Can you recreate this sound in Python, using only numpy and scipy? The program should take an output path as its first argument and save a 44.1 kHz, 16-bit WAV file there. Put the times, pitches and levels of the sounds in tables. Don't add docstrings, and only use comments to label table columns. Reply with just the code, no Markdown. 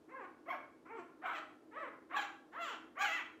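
import sys
import numpy as np
from scipy import signal
from scipy.fft import rfft, irfft
from scipy.io import wavfile
from scipy.ndimage import uniform_filter1d

SR = 44100
rng = np.random.default_rng(int(sys.argv[2]) if len(sys.argv) > 2 else 0)


def dump(signal):
    limited = np.clip(np.atleast_2d(signal).T, -1, 1)
    pcm = np.round(limited * 32767).astype(np.int16)
    wavfile.write(sys.argv[1], SR, pcm)


def makeup_ratio(level_db):
    decades = np.asarray(level_db, float) / 20
    return 10 ** decades


N = 149940
T = np.arange(N) / SR

# t/s, pitch f/Hz, level/dB, mouth opening/dB
SOFT_SQUEALS = [
    [(0.08, 337.3, -68, -22), (0.122, 527, -49.5, -46), (0.168, 537.5, -44, -66), (0.19, 498.7, -49.5, -59),
     (0.214, 406.2, -47.5, -42), (0.242, 356.7, -51.5, -35), (0.27, 345.5, -49, -51)],
    [(0.85, 343, -55, -29.5), (0.88, 346.3, -58.5, -38), (0.918, 461, -48.5, -59), (0.94, 458.7, -45, -56),
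     (0.962, 452.6, -48.5, -38), (0.998, 350.4, -48, -30), (1.04, 353, -65, -32)],
    [(1.705, 406, -71, -18), (1.727, 428.4, -54, -43), (1.783, 631, -41.5, -55), (1.797, 642, -43.5, -39),
     (1.833, 554, -44.5, -38), (1.875, 409, -47, -48), (1.9, 410.0, -49, -37)],
    [(2.515, 351, -62, -14), (2.527, 361, -55.5, -27), (2.581, 669, -40, -53), (2.623, 692.2, -41, -22),
     (2.699, 496.2, -46.5, -18), (2.743, 342.8, -52.5, -24), (2.77, 322.5, -51, -20)],
]
PUSHED_SQUEALS = [
    [(0.45, 419.3, -69, -31), (0.462, 509.5, -56, -43), (0.48, 652.4, -48, -51), (0.49, 708.4, -39.5, -45),
     (0.496, 722, -38, -45), (0.516, 749.3, -41, -34), (0.528, 801.4, -40, -37), (0.546, 620, -44.5, -42),
     (0.58, 520, -53, -33)],
    [(1.208, 475.8, -86, -17), (1.22, 531.5, -56, -46), (1.242, 754.8, -43, -52), (1.256, 790.6, -40, -37),
     (1.276, 709.5, -39, -34.5), (1.306, 722, -40, -37), (1.32, 810.7, -43.5, -33),
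     (1.345, 689.7, -44.5, -29.5), (1.41, 522, -52.5, -21)],
    [(2.09, 491.5, -59, -33), (2.116, 620.8, -45.5, -57), (2.144, 771.5, -39, -50), (2.15, 799, -36.5, -40),
     (2.166, 912.3, -34, -27), (2.19, 798, -32, -31), (2.204, 767.6, -39, -21.5), (2.236, 639.4, -48, -18),
     (2.27, 563, -52.5, -19)],
    [(2.952, 468.5, -51, -35), (2.968, 550, -50, -69), (2.988, 736, -39.5, -31.5),
     (3.02, 821.3, -36, -10.5), (3.042, 804, -33.5, -20), (3.098, 629, -43, -16.5),
     (3.158, 678.2, -41, -21), (3.198, 519, -46, -27), (3.22, 456, -41, -36)],]
# roughness/0-1, tilt/dB per octave, ring level/dB, ring
# growth/dB per s, top air level/dB
VOICE_QUALITY = [(.08, -6.5, -11, 14, -55), (.08, -6, -19, 21, -55), (0.11, -3, -12, 2, -50),
                 (0.08, -2.5, -4.5, 34, -24), (.22, -3, -5.5, 15, -16), (.45, -1, -5, 22, -22.5),
                 (0.44, 0.5, -4.5, 8, -23), (.12, -1, -5.5, 37, -21.5)]
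# peak f/Hz, peak level/dB, dip f/Hz, dip level/dB, cheek level/dB
MOUTH_POSTURE = [(1640, -0.5, 3200, -6.5, 0), (2400, 6, 1700, -4.5, -5), (1950, 2, 1370, -3, 7),
                 (1298, 3, 2340, -7.5, 1), (1620, -3, 3200, -3.5, -0.5), (1360, 1, 2110, -2.5, 8),
                 (1103, 2, 2300, -2.5, 9), (1910, 3, 1200, -2.5, -1)]
# start t/s, length t/s, share/0-1, fundamental level/dB, its fading/dB per s
REGISTER_BREAK = [(.2, 0.062, 0, -0.5, -2.5), (0.964, 0.057, 0.06, -0.5, 0), (1.834, 0.091, 0.01, -1, 15),
                  (2.523, 0.045, .1, 1, -11), (0.487, 0.039, 0.97, 6.5, -15),
                  (1.249, 0.067, 0.62, 5.5, -19), (2.136, 0.03, .9, 5.5, -34), (2.999, 0.038, 0.1, 4, -65)]
GUM_HISS = [7500, 7700, 7800, 7040, 5400, 7630, 7100, 6830]
# start t/s, length t/s, f/Hz, level/dB
SIDE_TONES = [(2.995, 0.036, 1150, -32), (2.965, 0.026, 1150, -41), (1.25, 0.092, 950, -44.5),
              (.487, 0.027, 1050, -41.5), (.52, 0.021, 1600, -40.5), (3.035, 0.047, 1400, -34),
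              (2.672, 0.034, 1540, -41), (2.135, 0.034, 1150, -34), (.485, 0.046, 2180, -43),
              (.51, 0.032, 910, -43), (1.25, 0.031, 1300, -38), (1.272, .03, 1480, -36),
              (1.29, 0.028, 1300, -34), (1.31, 0.025, 1400, -41.5), (1.245, .035, 2400, -46),
              (.145, 0.042, 1620, -48), (2.995, 0.077, 2250, -41), (3.1, .08, 2650, -43.5),
              (.495, 0.023, 3150, -54.5)]
# f/Hz, level/dB
THROAT = [(120, -78), (300, -8), (600, -6), (1100, 3.5), (1600, 3), (2200, -2), (3000, -21), (4300, -56)]
# f/Hz, level/dB
FRONT_RING = [(1700, -37), (2000, 1.5), (2700, 5), (3300, 3), (3650, -10), (4200, -15), (5200, -25),
              (5800, -49)]
# f/Hz, level/dB
OPEN_MOUTH = [(2700, -29), (3500, 0.5), (4400, -2), (5200, -2), (6000, 1), (7000, -6), (8000, -8.5),
              (8500, -45)]
# f/Hz, level/dB
TOP_AIR = [(9600, -44), (10200, 2), (11500, 9.5), (13300, 7), (15000, 12), (16000, -2.5)]
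# f/Hz, level/dB per Hz
AIR_NOISE = [(15, -57), (25, -26), (170, -17), (307, -7), (526, -13), (1280, -24), (2380, -34),
             (12000, -45.5), (15700, -55)]
# f/Hz, width/Hz, level/dB
APPLIANCE_HUM = [(260.5, 34.6, -71), (320.4, 43, -64.5), (410, 76, -76.5), (119.3, 6.8, -92.5)]
# f/Hz, T60/s
REVERB_TIME = [(400, 0.5), (1500, 0.43), (4000, 0.39), (8000, 0.37), (14000, 0.29)]
# f/Hz, level/dB
MICROPHONE = [(20, -21), (45, -1.5), (70, 0)]

AIR_DB, DIRECT_DB, ROOM_DB = -66.5, -1.5, -3.5
ROOM_BUILD_S = 0.0028
WRIGGLE_S, ECHO_WANDER_S = 0.0004, 0.0002
JITTER, SHIMMER_DB = 0.1245, 6.5
ONSET_ROUGH, ONSET_S = 0.348, 0.0303
PATCHY_DB = 2.5
ATTACK_S, RELEASE_S = 0.018, 0.017
BREAK_RATIO = 3 / 2
BREATH_DB, BREATH_DB_PER_ROUGH, RING_BREATH_DB = -14, 19, -13
RING_LATE_DB, RING_OPENS_S = -12, 0.024
RING_FOLLOWS_MOUTH, TOP_FOLLOWS_MOUTH = 0.3, 0.5
HISS_DB, HISS_OCTAVES = 4.5, 0.064
SHAPE_OCTAVES, CHEEK_HZ = 0.16, 3790
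NASAL_HZ, NASAL_DB, NASAL_OCTAVES = 5020, -4, 0.068


def unit(x):
    return x / np.sqrt(np.mean(x ** 2) + 1e-30)


def bin_hz(size):
    return np.maximum(np.arange(size // 2 + 1) * SR / size, 1)


def colour(x, table):
    hz, db = np.array(table, float).T
    gain = makeup_ratio(np.interp(np.log(bin_hz(len(x))), np.log(hz), db))
    return irfft(rfft(x) * gain, len(x))


def walk(rate, size):
    k = max(int(SR / rate), 1)
    once = uniform_filter1d(rng.standard_normal(size), k)
    return unit(uniform_filter1d(once, k))


def background():
    out = makeup_ratio(AIR_DB) * unit(colour(rng.standard_normal(N), AIR_NOISE))
    for hz, width, db in APPLIANCE_HUM:
        sos = signal.butter(2, [hz - width / 2, hz + width / 2], "band", fs=SR, output="sos")
        hum = unit(signal.sosfilt(sos, rng.standard_normal(N)))
        out = out + makeup_ratio(db + 1.5 * walk(6, N)) * hum
    return out


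def room(x):
    t = T[:SR]
    hz, t60 = np.array(REVERB_TIME).T
    tail = 0
    for f in 180 * 2 ** np.arange(0, 6.6, 0.5):
        half_octave = [(f / 1.45, -60), (f / 1.15, 0), (f * 1.15, 0), (f * 1.45, -60)]
        band = colour(rng.standard_normal(SR), half_octave)
        tail = tail + band * makeup_ratio(-60 * t / np.interp(np.log(f), np.log(hz), t60))
    tail = tail * (1 - np.exp(-t / ROOM_BUILD_S))
    spectrum = rfft(tail)
    power = np.abs(spectrum) ** 2 + 1e-12
    evening = np.sqrt(uniform_filter1d(power, size=801) / uniform_filter1d(power, size=41))
    tail = irfft(spectrum * evening, SR)
    tail_energy = np.sum(colour(tail, THROAT) ** 2)
    noise_power = np.mean(colour(rng.standard_normal(SR), THROAT) ** 2)
    tail = tail / np.sqrt(tail_energy / noise_power)
    moved = np.interp(T + WRIGGLE_S * walk(24.9, N), T, x)
    echoes = signal.fftconvolve(moved, tail)[:N]
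    return np.interp(T + ECHO_WANDER_S * walk(20, N), T, echoes)


def side_tone(start, length, hz, db):
    phase = 2 * np.pi * np.cumsum(hz * (1 + 0.0142 * walk(45.15, N))) / SR
    env = np.sin(np.pi * np.clip((T - start) / length, 0, 1)) ** 2
    return makeup_ratio(db) * env * np.sin(phase)


def mouth_shape(x, peak_hz, peak_db, dip_hz, dip_db, cheek_db):
    octave = np.log2(bin_hz(len(x)))
    bumps = [(peak_hz, peak_db, SHAPE_OCTAVES), (dip_hz, dip_db, SHAPE_OCTAVES),
             (CHEEK_HZ, cheek_db, SHAPE_OCTAVES / 2), (NASAL_HZ, NASAL_DB, NASAL_OCTAVES)]
    gain_db = 0
    for hz, db, wide in bumps:
        gain_db = gain_db + db * np.exp(-0.5 * ((octave - np.log2(hz)) / wide) ** 2)
    return irfft(rfft(x) * makeup_ratio(gain_db), len(x))


def fold_cycles(t, age, glide, phase, start, length, share, first_db, fade_db):
    size = len(t)
    folds = 0
    for k in range(1, 31):
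        partial_db = PATCHY_DB * walk(50, size)
        if k == 1:
            partial_db = partial_db + first_db + fade_db * age
        audible = k * glide < 0.45 * SR
        folds = folds + makeup_ratio(partial_db) * np.cos(k * phase + k * k / 8) * audible
    upper = sum(np.cos(k * BREAK_RATIO * phase + k * k / 8) for k in range(1, 15))
    arch = np.sin(np.pi * np.clip((t - start) / length, 0, 1))
    jump = np.clip(share, 0, 1) * np.sqrt(np.abs(arch))
    return unit(folds) * (1 - jump) + unit(upper) * jump


def squeal(rows, hiss_hz, posture, register, rough, tilt_db, ring_db, growth_db, top_db):
    s, hz, db, mouth_db = np.array(rows, float).T
    a = int(s[0] * SR) - 512
    t = T[a:a + 16384]
    size = len(t)
    age = np.clip(t - s[0], 0, s[-1] - s[0])
    unsteady = np.exp(-age / ONSET_S) + np.exp((age - age[-1]) / ONSET_S)
    rasp = rough + ONSET_ROUGH * unsteady

    glide = uniform_filter1d(np.interp(t, s, hz), size=SR // 80)
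    wobble = 0.0082 * walk(41.9, size) + JITTER * rasp * walk(259, size)
    phase = 2 * np.pi * np.cumsum(glide * (1 + wobble)) / SR
    folds = fold_cycles(t, age, glide, phase, *register)
    folds = folds * makeup_ratio(SHIMMER_DB * rasp * walk(120, size))
    puff = unit(rng.standard_normal(size) * (1 + 1.1 * np.cos(phase)))
    voice = folds + makeup_ratio(BREATH_DB + BREATH_DB_PER_ROUGH * rasp) * puff

    attack = np.clip((t - s[0]) / ATTACK_S, 0, 1)
    release = np.clip((s[-1] - t) / RELEASE_S, 0, 1)
    env = makeup_ratio(np.interp(t, s, db)) * attack * release
    mouth_db = np.interp(t, s, mouth_db)
    opening_db = RING_LATE_DB * np.exp(-age / RING_OPENS_S)
    ring_gain_db = ring_db + opening_db + growth_db * age + RING_FOLLOWS_MOUTH * mouth_db

    throat = [(f, g + tilt_db * np.log2(f / 1300)) for f, g in THROAT]
    hiss = [(hiss_hz * 2 ** (n * HISS_OCTAVES), -abs(n) * 10) for n in (-4, 0, 4)]
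    paths = [(voice, throat, 0),
             (voice + makeup_ratio(RING_BREATH_DB) * puff, FRONT_RING, ring_gain_db),
             (folds + makeup_ratio(-5.5) * puff, OPEN_MOUTH, mouth_db),
             (folds + puff, hiss, mouth_db - HISS_DB),
             (0.5 * folds + puff, TOP_AIR, TOP_FOLLOWS_MOUTH * mouth_db + top_db)]
    cry = 0
    for x, table, gain_db in paths:
        steady_level = np.std(colour(x, table))
        cry = cry + colour(x * env * makeup_ratio(gain_db), table) / steady_level
    out = np.zeros(N)
    out[a:a + size] = mouth_shape(cry, *posture)
    return out


def puppy():
    contours = SOFT_SQUEALS + PUSHED_SQUEALS
    settings = zip(contours, GUM_HISS, MOUTH_POSTURE, REGISTER_BREAK, VOICE_QUALITY)
    cries = sum(squeal(rows, hiss_hz, posture, register, *quality)
                for rows, hiss_hz, posture, register, quality in settings)
    return cries + sum(side_tone(*row) for row in SIDE_TONES)


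def scene():
    pup = puppy()
    return (makeup_ratio(DIRECT_DB) * pup + makeup_ratio(ROOM_DB) * room(pup) + background())[None]


def band_limit(x):
    return signal.sosfilt(signal.butter(12, 15890, fs=SR, output="sos"), x)


def record(dry):
    mix = colour(dry[0], MICROPHONE)[None]
    return band_limit(mix)


dry = scene()
out = record(dry)
dump(out)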